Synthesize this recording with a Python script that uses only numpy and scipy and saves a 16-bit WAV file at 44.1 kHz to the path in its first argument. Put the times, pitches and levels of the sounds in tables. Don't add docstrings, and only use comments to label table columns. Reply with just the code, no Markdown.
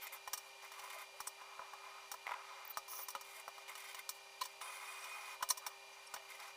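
import sys
import numpy as np
from scipy import signal
from scipy.fft import rfft, irfft
from scipy.io import wavfile
from scipy.ndimage import uniform_filter1d

SR = 44100
rng = np.random.default_rng(int(sys.argv[2]) if len(sys.argv) > 2 else 0)


def transcribe(u):
    v = np.clip(np.atleast_2d(u).T, -1, 1)
    q = np.round(v * 32767).astype(np.int16)
    wavfile.write(sys.argv[1], SR, q)


N = 289296
T = np.arange(N) / SR


def undb(db):
    return 10 ** (np.asarray(db) / 20)


def unit(x):
    return x / np.sqrt(np.mean(x ** 2))


def wander(rate):
    hold = max(int(SR / rate), 2)
    steps = np.repeat(rng.standard_normal(N // hold + 1), hold)
    return 1.25 * uniform_filter1d(uniform_filter1d(steps, hold), hold)[:N]


def band(x, lo_hz, hi_hz):
    sos = signal.butter(3, [lo_hz, min(hi_hz, .48 * SR)], "band", fs=SR, output="sos")
    return signal.sosfilt(sos, x)


def ring(force, modes):
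    return sum(undb(db) * signal.lfilter(*signal.iirpeak(hz, hz / width, fs=SR), force)
               for hz, width, db in modes)


def add(out, start_s, x):
    start = max(int(start_s * SR), 0)
    out[start:start + len(x)] += x[:N - start]


# pitch in Hz, level in dB.
MOTOR_TONES = [(394.9, -73), (801.5, -72), (924.6, -71.5), (1014, -81.5), (2369.6, -68.5), (2404, -65),
               (2766, -97), (3949.5, -76), (4344, -85), (4739, -72.5), (9873, -86), (10266, -88.5)]
# pitch in Hz, level in dB per Hz.
AIR_RUSH = [(30, -115), (130, -116), (330, -114), (470, -107), (540, -100), (730, -100), (850, -97),
            (1100, -94.5), (1350, -102), (2100, -101), (2600, -99), (5000, -103), (7500, -108),
            (11000, -111), (15000, -120)]
# pitch in Hz, width in Hz, lift in dB.
HOUSING_MODES = [(547.6, 44, 10.5), (640, 43, 8), (860, 44, 4), (1040, 45, -0.5), (1180, 190, 0.5),
                 (1495, 10, 13.5), (1650, 49, -16), (1845, 110, 8.5), (2230, 180, 1), (2874, 180, 7.5),
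                 (3500, 340, 1.5), (3970, 100, 4.5), (4650, 220, 2), (4900, 110, 0), (5500, 300, -1.5),
                 (5800, 310, 6.5), (6500, 180, 5.5)]


def appliance(waver_hz=2.117, flicker_db=1.0, swell_db=-0.17):
    tones = 0
    for hz, db in MOTOR_TONES:
        pitch = hz + waver_hz * np.sqrt(hz / 2400) * wander(25.01)
        peak = np.sqrt(2) * undb(db + flicker_db * wander(9))
        tones = tones + peak * np.sin(2 * np.pi * np.cumsum(pitch) / SR)
    air_hz, air_db = np.transpose(AIR_RUSH)
    freqs = np.maximum(np.arange(N // 2 + 1) * SR / N, 1)
    lift_db = sum(db / (1 + (2 * (freqs - hz) / width) ** 2) for hz, width, db in HOUSING_MODES)
    colour = undb(np.interp(np.log(freqs), np.log(air_hz), air_db) + lift_db) * np.sqrt(SR / 2)
    air = irfft(rfft(rng.standard_normal(N)) * colour, N)
    return tones + air * undb(swell_db * wander(5.57))


def pressure(start_s, length_s, swell_db, attack_s=0.017, release_s=0.06):
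    t = T - start_s
    touch = np.clip(t / attack_s, 0, 1) * np.clip(1 - (t - length_s) / release_s, 0, 1) ** 2
    return touch * undb(swell_db * (np.clip(t / length_s, 0, 1) - .5))


def friction(slips_per_s, spread_db, smooth_db, flutter_db):
    slips = (rng.random(N) < slips_per_s / SR) * rng.standard_normal(N)
    slips *= undb(spread_db * np.minimum(rng.exponential(size=N), 4))
    smooth = undb(smooth_db) * rng.standard_normal(N)
    return (unit(slips) + smooth) * undb(flutter_db * wander(70))


def cream_pops(pops_per_s=34, jitter=.35, spread_db=3.5, fade_s=0.053):
    t = np.arange(SR // 10) / SR
    gaps, sizes = np.clip(rng.standard_normal((600, 2)), -2, 2).T
    starts = np.cumsum(np.exp(jitter * gaps) / pops_per_s)
    bursts = np.zeros(N)
    for start, size in zip(starts, undb(spread_db * sizes)):
        if start < T[-1]:
            add(bursts, start, size * undb(-60 * t / fade_s))
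    return unit(bursts * rng.standard_normal(N))


# pitch in Hz, width in Hz, level in dB.
PLATE_MODES = [(557, 20.5, -4), (679, 25, -5.5), (850.6, 42, -2), (1026.4, 66, 4), (1140, 48, -3),
               (1237, 28.6, 3), (1350, 16, -43)]
# pitch in Hz, width in Hz, level in dB.
PRESSED_BLADE_MODES = [(1550, 53, -2.5), (2112, 148, 1.5), (2492, 30, -1), (2880, 59, -12.5),
                       (3152, 38, -3), (3594, 200, -8), (4280, 150, -14), (4810, 300, -13.5),
                       (5450, 31, -3.5), (5860, 85, -6), (6530, 87, -9), (7230, 240, -9.5),
                       (7970, 350, -12.5), (8500, 37, -8), (9350, 120, -7), (10300, 100, -11.5),
                       (10370, 170, -10.5), (10850, 720, -18), (12100, 390, -21), (13000, 1300, -22),
                       (15200, 500, -21)]
# start in seconds, length in seconds,
# strength of rumble, of scrape and of grit in dB before mixing, swell from start to end in dB.
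SPATULA_STROKES = [(0.0, 0.07, -62, -51.5, -58, -0.5), (0.115, 0.038, -58.5, -55, -56.5, -2),
                   (0.39, .09, -70, -74, -68.5, 2), (0.616, 0.046, -60.5, -55.5, -62.5, -5),
                   (0.721, 0.307, -61, -57.5, -62, 4.5), (1.13, 0.13, -70, -69, -69, 5),
                   (1.376, 0.46, -63, -69.5, -76, -1.5), (1.823, .22, -61, -64, -73, -3.5),
                   (2.248, 0.17, -55, -63.5, -80, -4), (2.43, 0.28, -60, -62, -74, -2.5),
                   (2.894, 0.12, -62, -66, -63, 4), (3.23, 0.17, -66, -60.5, -62, 5.5),
                   (3.526, 0.11, -73, -63, -70, -1), (3.673, 0.045, -59.5, -54, -59, 0),
                   (3.764, 0.148, -65.5, -54, -59.5, 2), (3.96, 0.033, -62, -53, -59.5, -2),
                   (4.135, .04, -68, -72, -63, -10), (4.476, 0.057, -70, -64.5, -68, -3),
                   (4.603, 0.74, -58, -55.5, -62, -0.5), (5.607, .13, -63, -73, -70, -9),
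                   (5.896, 0.55, -69.5, -68, -72, 1), (6.282, 0.082, -65, -56.5, -62, -3),
                   (6.386, 0.12, -59, -54.5, -62.5, -9)]


def strokes(resting_db=-75, full_catch_db=-55):
    levels = np.full((3, N), undb(resting_db))
    for start, length, *parts_db, swell_db in SPATULA_STROKES:
        levels = np.maximum(levels, np.outer(undb(parts_db), pressure(start, length, swell_db)))
    rumble, scrape, grit = levels
    drag = friction(slips_per_s=900, spread_db=2, smooth_db=2, flutter_db=.6)
    glide = unit(friction(slips_per_s=3000, spread_db=2.4, smooth_db=0, flutter_db=.6))
    pulling = sum(pressure(start, length, 0) for start, length, _, _ in SCRAPER_PULLS)
    catch = np.minimum(scrape / undb(full_catch_db), 1) * (1 - pulling)
    crackle = cream_pops()
    sticky = unit(glide * undb(1.6 * wander(260)) + undb(-1) * crackle)
    edge = (1 - catch) * glide + catch * sticky
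    steel = ring(edge, PRESSED_BLADE_MODES) + undb(-23.5) * edge
    spray = catch * undb(-5) * unit(band(crackle, 3500, 16000))
    return (undb(3.5) * rumble * unit(band(ring(drag, PLATE_MODES), 640, 2500))
            + scrape * unit(band(steel, 1460, 6670))
            + grit * (undb(-1) * unit(band(steel, 5900, 20000)) + spray))


# start in
# seconds, length in seconds, pitch in Hz, # width in Hz, level in dB.
SQUEAKS_AND_FLICKS = [(0.009, .055, 13800, 3600, -54), (0.118, .045, 13800, 3600, -56.5),
                      (0.74, 0.1, 1142, 60, -63), (0.8, 0.056, 833, 50, -67), (0.931, 0.069, 640, 90, -62.5),
                      (1.105, 0.12, 550, 80, -68), (1.266, 0.021, 8460, 1500, -47.5),
                      (2.647, 0.012, 14100, 1800, -54), (2.673, 0.0076, 14400, 1800, -50),
                      (2.69, 0.035, 14300, 1900, -50), (2.734, 0.028, 4150, 500, -61),
                      (2.952, 0.031, 6000, 700, -56), (3.02, 0.033, 13900, 1600, -51),
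                      (4.405, 0.032, 4160, 700, -48), (5.492, .02, 9770, 500, -41), (5.501, 0.013, 5730, 250, -35),
                      (5.502, 0.014, 4140, 250, -43), (5.92, 0.03, 6150, 300, -67.5),
                      (6.062, 0.026, 5530, 400, -62.5), (6.061, 0.024, 8950, 1800, -63.5),
                      (6.165, 0.08, 663, 50, -67.5), (6.296, 0.028, 2015, 120, -61)]


def squeaks():
    out = np.zeros(N)
    for start, length, hz, width, db in SQUEAKS_AND_FLICKS:
        count = int(length * SR)
        rub = band(rng.standard_normal(SR // 2), hz - width / 2, hz + width / 2)[-count:]
        add(out, start, undb(db) * unit(rub * np.hanning(len(rub))))
    return out


def blow_level(x, db):
    return x * undb(db) / np.sqrt(np.mean(x[:SR // 50] ** 2))


def contact(hold_s, fade_s, snap, echo_db, echo_s):
    t = np.arange(SR // 5) / SR
    chatter = undb(-60 * np.maximum(t - hold_s, 0) / fade_s)
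    echoes = undb(echo_db - 60 * t / echo_s)
    force = (chatter + echoes) * rng.standard_normal(len(t))
    force[0] += snap
    return force


def plate_knock(hold_s, main_hz=1014, main_fade_s=0.045, full_hold_s=0.0076):
    push = contact(hold_s, fade_s=0.027, snap=16 * np.exp(-hold_s / 0.0059), echo_db=-14, echo_s=0.081)
    thud = undb(-27.5) * band(push, 14, 224) + ring(push, [(202, 78, -25)])
    body = blow_level(band(ring(push, PLATE_MODES), 557, 2120) + thud, 0)
    t = np.arange(len(push)) / SR
    swell = np.minimum(t / hold_s, 1) * undb(-60 * np.maximum(t - hold_s, 0) / main_fade_s)
    main_note = blow_level(swell * np.sin(2 * np.pi * main_hz * t), 0)
    return body + undb(7.5) * min(hold_s / full_hold_s, 1) ** 2 * main_note


# pitch in Hz, width in Hz, level in dB.
STRUCK_BLADE_MODES = [(1885, 66, 8), (2310, 110, 2.5), (2420, 57, -3), (2962, 103, 6), (3615, 900, 1.5),
                      (4150, 130, -12.5), (4480, 110, 0), (5356, 290, 1.5), (5660, 92, 8), (6130, 330, 0.5),
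                      (7000, 300, -2.5), (7750, 310, -2.5), (8550, 330, -1), (9450, 99, -16),
                      (10660, 390, -16), (11930, 200, -5), (14000, 410, -12.5), (13800, 540, -12),
                      (15060, 410, -3)]
# pitch in Hz, width in Hz, level in dB.
THIN_RING = [(15300, 45, 9)]
# start in seconds, touching time in seconds,
# plate knock in dB, middle of the blade's ring in dB, brightness in dB.
EDGE_TAPS = [(0.2754, .0007, -47.5, -52.5, -3.5), (0.332, 0.0051, -47.5, -40, 4),
             (0.3754, 0.0043, -57, -48.5, 8), (0.7176, 0.0027, -57, -58, -3),
             (0.7932, 0.0019, -56.5, -56, -2), (0.838, .0038, -54, -61, 14), (0.9008, .0044, -58, -60, -7),
             (1.2028, 0.0036, -47.5, -49.5, 3.5), (1.2717, .0017, -49.5, -46.5, 8),
             (1.414, 0.0033, -54.5, -67, 0), (1.5932, 0.0017, -48, -74, 0), (1.617, 0.0038, -51.5, -83, -8),
             (1.734, 0.0033, -51, -65, 3), (2.1153, 0.0027, -51.5, -46.5, 3.5),
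             (2.1391, 0.004, -49, -58.5, 6), (2.7718, 0.00061, -41.5, -47, 4),
             (2.88, 0.0063, -56, -56.5, 8), (2.933, 0.0015, -53.5, -57, 1), (2.9913, 0.00088, -51, -59, -2),
             (3.084, 0.0035, -51.5, -47, 4.5), (3.103, 0.0044, -61, -53.5, 20),
             (3.1507, 0.00079, -43, -53, -6), (3.2097, .003, -56.5, -54.5, 2), (3.4794, .0006, -48, -58, 3),
             (3.5806, 0.0025, -55, -65, -5), (3.6792, 0.0093, -60, -59.5, -8),
             (3.7529, 0.00047, -56, -53.5, -3.5), (3.9457, 0.00088, -54.5, -51.5, -3),
             (4.091, 0.00096, -52.5, -42, 5), (4.4115, 0.0072, -39.5, -45.5, -4.5),
             (4.436, .0058, -78, -52.5, -2), (4.452, 0.0062, -54, -50, 0),
             (4.613, 0.0026, -50.5, -53.5, -5.5), (5.041, 0.0038, -58, -54.5, -3),
             (5.4066, 0.0067, -51.5, -74, -8), (5.425, 0.0052, -38, -43.5, -1.5),
             (5.4893, .001, -63, -44, 12), (5.502, 0.0059, -40.5, -35, 5), (5.5722, .0079, -53.5, -49, 4),
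             (5.6644, 0.0039, -46, -43.5, 0), (6.139, 0.0039, -48, -47.5, 3),
             (6.162, 0.0024, -51, -60.5, -10)]


def taps(clack_db=-5, tick_db=-3, tick_share=0.21):
    out = np.zeros(N)
    for start, hold_s, knock_db, ring_db, bright_db in EDGE_TAPS:
        snap = 10 * np.exp(-hold_s / 0.0009)
        edge = contact(hold_s, fade_s=0.048, snap=snap, echo_db=-12.5, echo_s=0.12)
        steel = ring(edge, STRUCK_BLADE_MODES) + ring(edge, THIN_RING) + undb(-22) * edge
        knock = blow_level(plate_knock(hold_s), knock_db)
        clack = blow_level(band(steel, 1720, 4920), ring_db + clack_db - bright_db)
        middle = blow_level(band(steel, 4500, 9200), ring_db)
        tick = blow_level(band(steel, 8400, 14860), ring_db + tick_db + tick_share * bright_db)
        add(out, start, knock + clack + middle + tick)
    return out


# pitch in Hz, width in Hz, level in dB.
STAND_MODES = [(830, 120, 5), (993, 65, 12.5), (1180, 55, 3), (1400, 160, 2), (1590, 120, -4),
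               (1975, 96, 10), (2460, 140, -25), (3220, 400, -35)]
# start in seconds, level in dB.
PLATE_JUMPS = [(2.268, -44.5), (2.277, -48), (2.2925, -47), (2.3101, -46.5), (2.3182, -42.5), (2.337, -53),
               (2.34, -49)]


def judder():
    out = np.zeros(N)
    for start, db in PLATE_JUMPS:
        push = contact(hold_s=.0025, fade_s=.007, snap=8, echo_db=-24, echo_s=.12)
        stand = band(ring(push, STAND_MODES), 520, 3000)
        thud = undb(-22) * band(push, 20, 95)
        add(out, start, blow_level(stand + thud + undb(-28.5) * push, db))
    return out


# pitch in Hz, width in Hz, level in dB.
FOIL_MODES = [(5600, 450, -1), (6050, 300, -3), (6340, 200, -5), (9850, 720, -5), (11000, 570, -7),
              (11900, 650, -4), (14100, 700, -9), (14900, 360, 3.5)]
# start in seconds, length in seconds, level in dB, swell in dB.
FOIL_BRUSHES = [(2.886, 0.035, -48.5, 8), (2.936, .09, -51, 0)]


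def foil():
    crinkle = friction(slips_per_s=4300, spread_db=2, smooth_db=3, flutter_db=4)
    touch = sum(undb(db) * pressure(start, length, swell) for start, length, db, swell in FOIL_BRUSHES)
    return touch * unit(band(ring(crinkle, FOIL_MODES), 6100, 18000))


# pitch in Hz, width in Hz, weight in the mix in dB.
EDGE_MODES = [(8400, 220, -14), (8400, 150, -11), (9200, 110, -11), (9630, 290, -1), (10300, 75, 3)]
# time in seconds, pitch it favours in Hz.
CONTACT_SLIDE = [(4.76, 9600), (5.04, 8400), (5.15, 8700), (5.25, 10200)]
# start in seconds, length in seconds, edge level in dB, swell in dB.
SCRAPER_PULLS = [(4.6, .73, -65.5, -14)]


def scraper(sheet_db=-58, hiss_db=-8):
    favoured_hz = np.interp(T, *np.transpose(CONTACT_SLIDE))
    rub = friction(slips_per_s=5200, spread_db=4.5, smooth_db=6, flutter_db=2)
    weights = np.array([undb(db) / (1 + ((favoured_hz - hz) / 600) ** 2) for hz, _, db in EDGE_MODES])
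    notes = np.array([unit(band(ring(rub, [(hz, width, 0)]), 7000, 10200))
                      for hz, width, _ in EDGE_MODES])
    edge = np.sum(weights * notes, axis=0) / np.sqrt(np.sum(weights ** 2, axis=0))
    sheet = undb(sheet_db) * unit(band(ring(rub, [(2476, 60, 0)]), 2450, 2480))
    hiss = undb(hiss_db) * unit(band(rub, 11500, 17000))
    out = np.zeros(N)
    for start, length, db, swell_db in SCRAPER_PULLS:
        out += undb(db) * pressure(start, length, swell_db) * (edge + hiss)
        out += pressure(start, length, 0) * sheet
    return out


def scene():
    return (taps() + judder() + strokes() + scraper() + foil() + squeaks() + appliance())[None]


def record(dry):
    top_hz = 15480
    return signal.sosfilt(signal.ellip(10, .2, 70, top_hz, fs=SR, output="sos"), dry)


dry = scene()
out = record(dry)
transcribe(out)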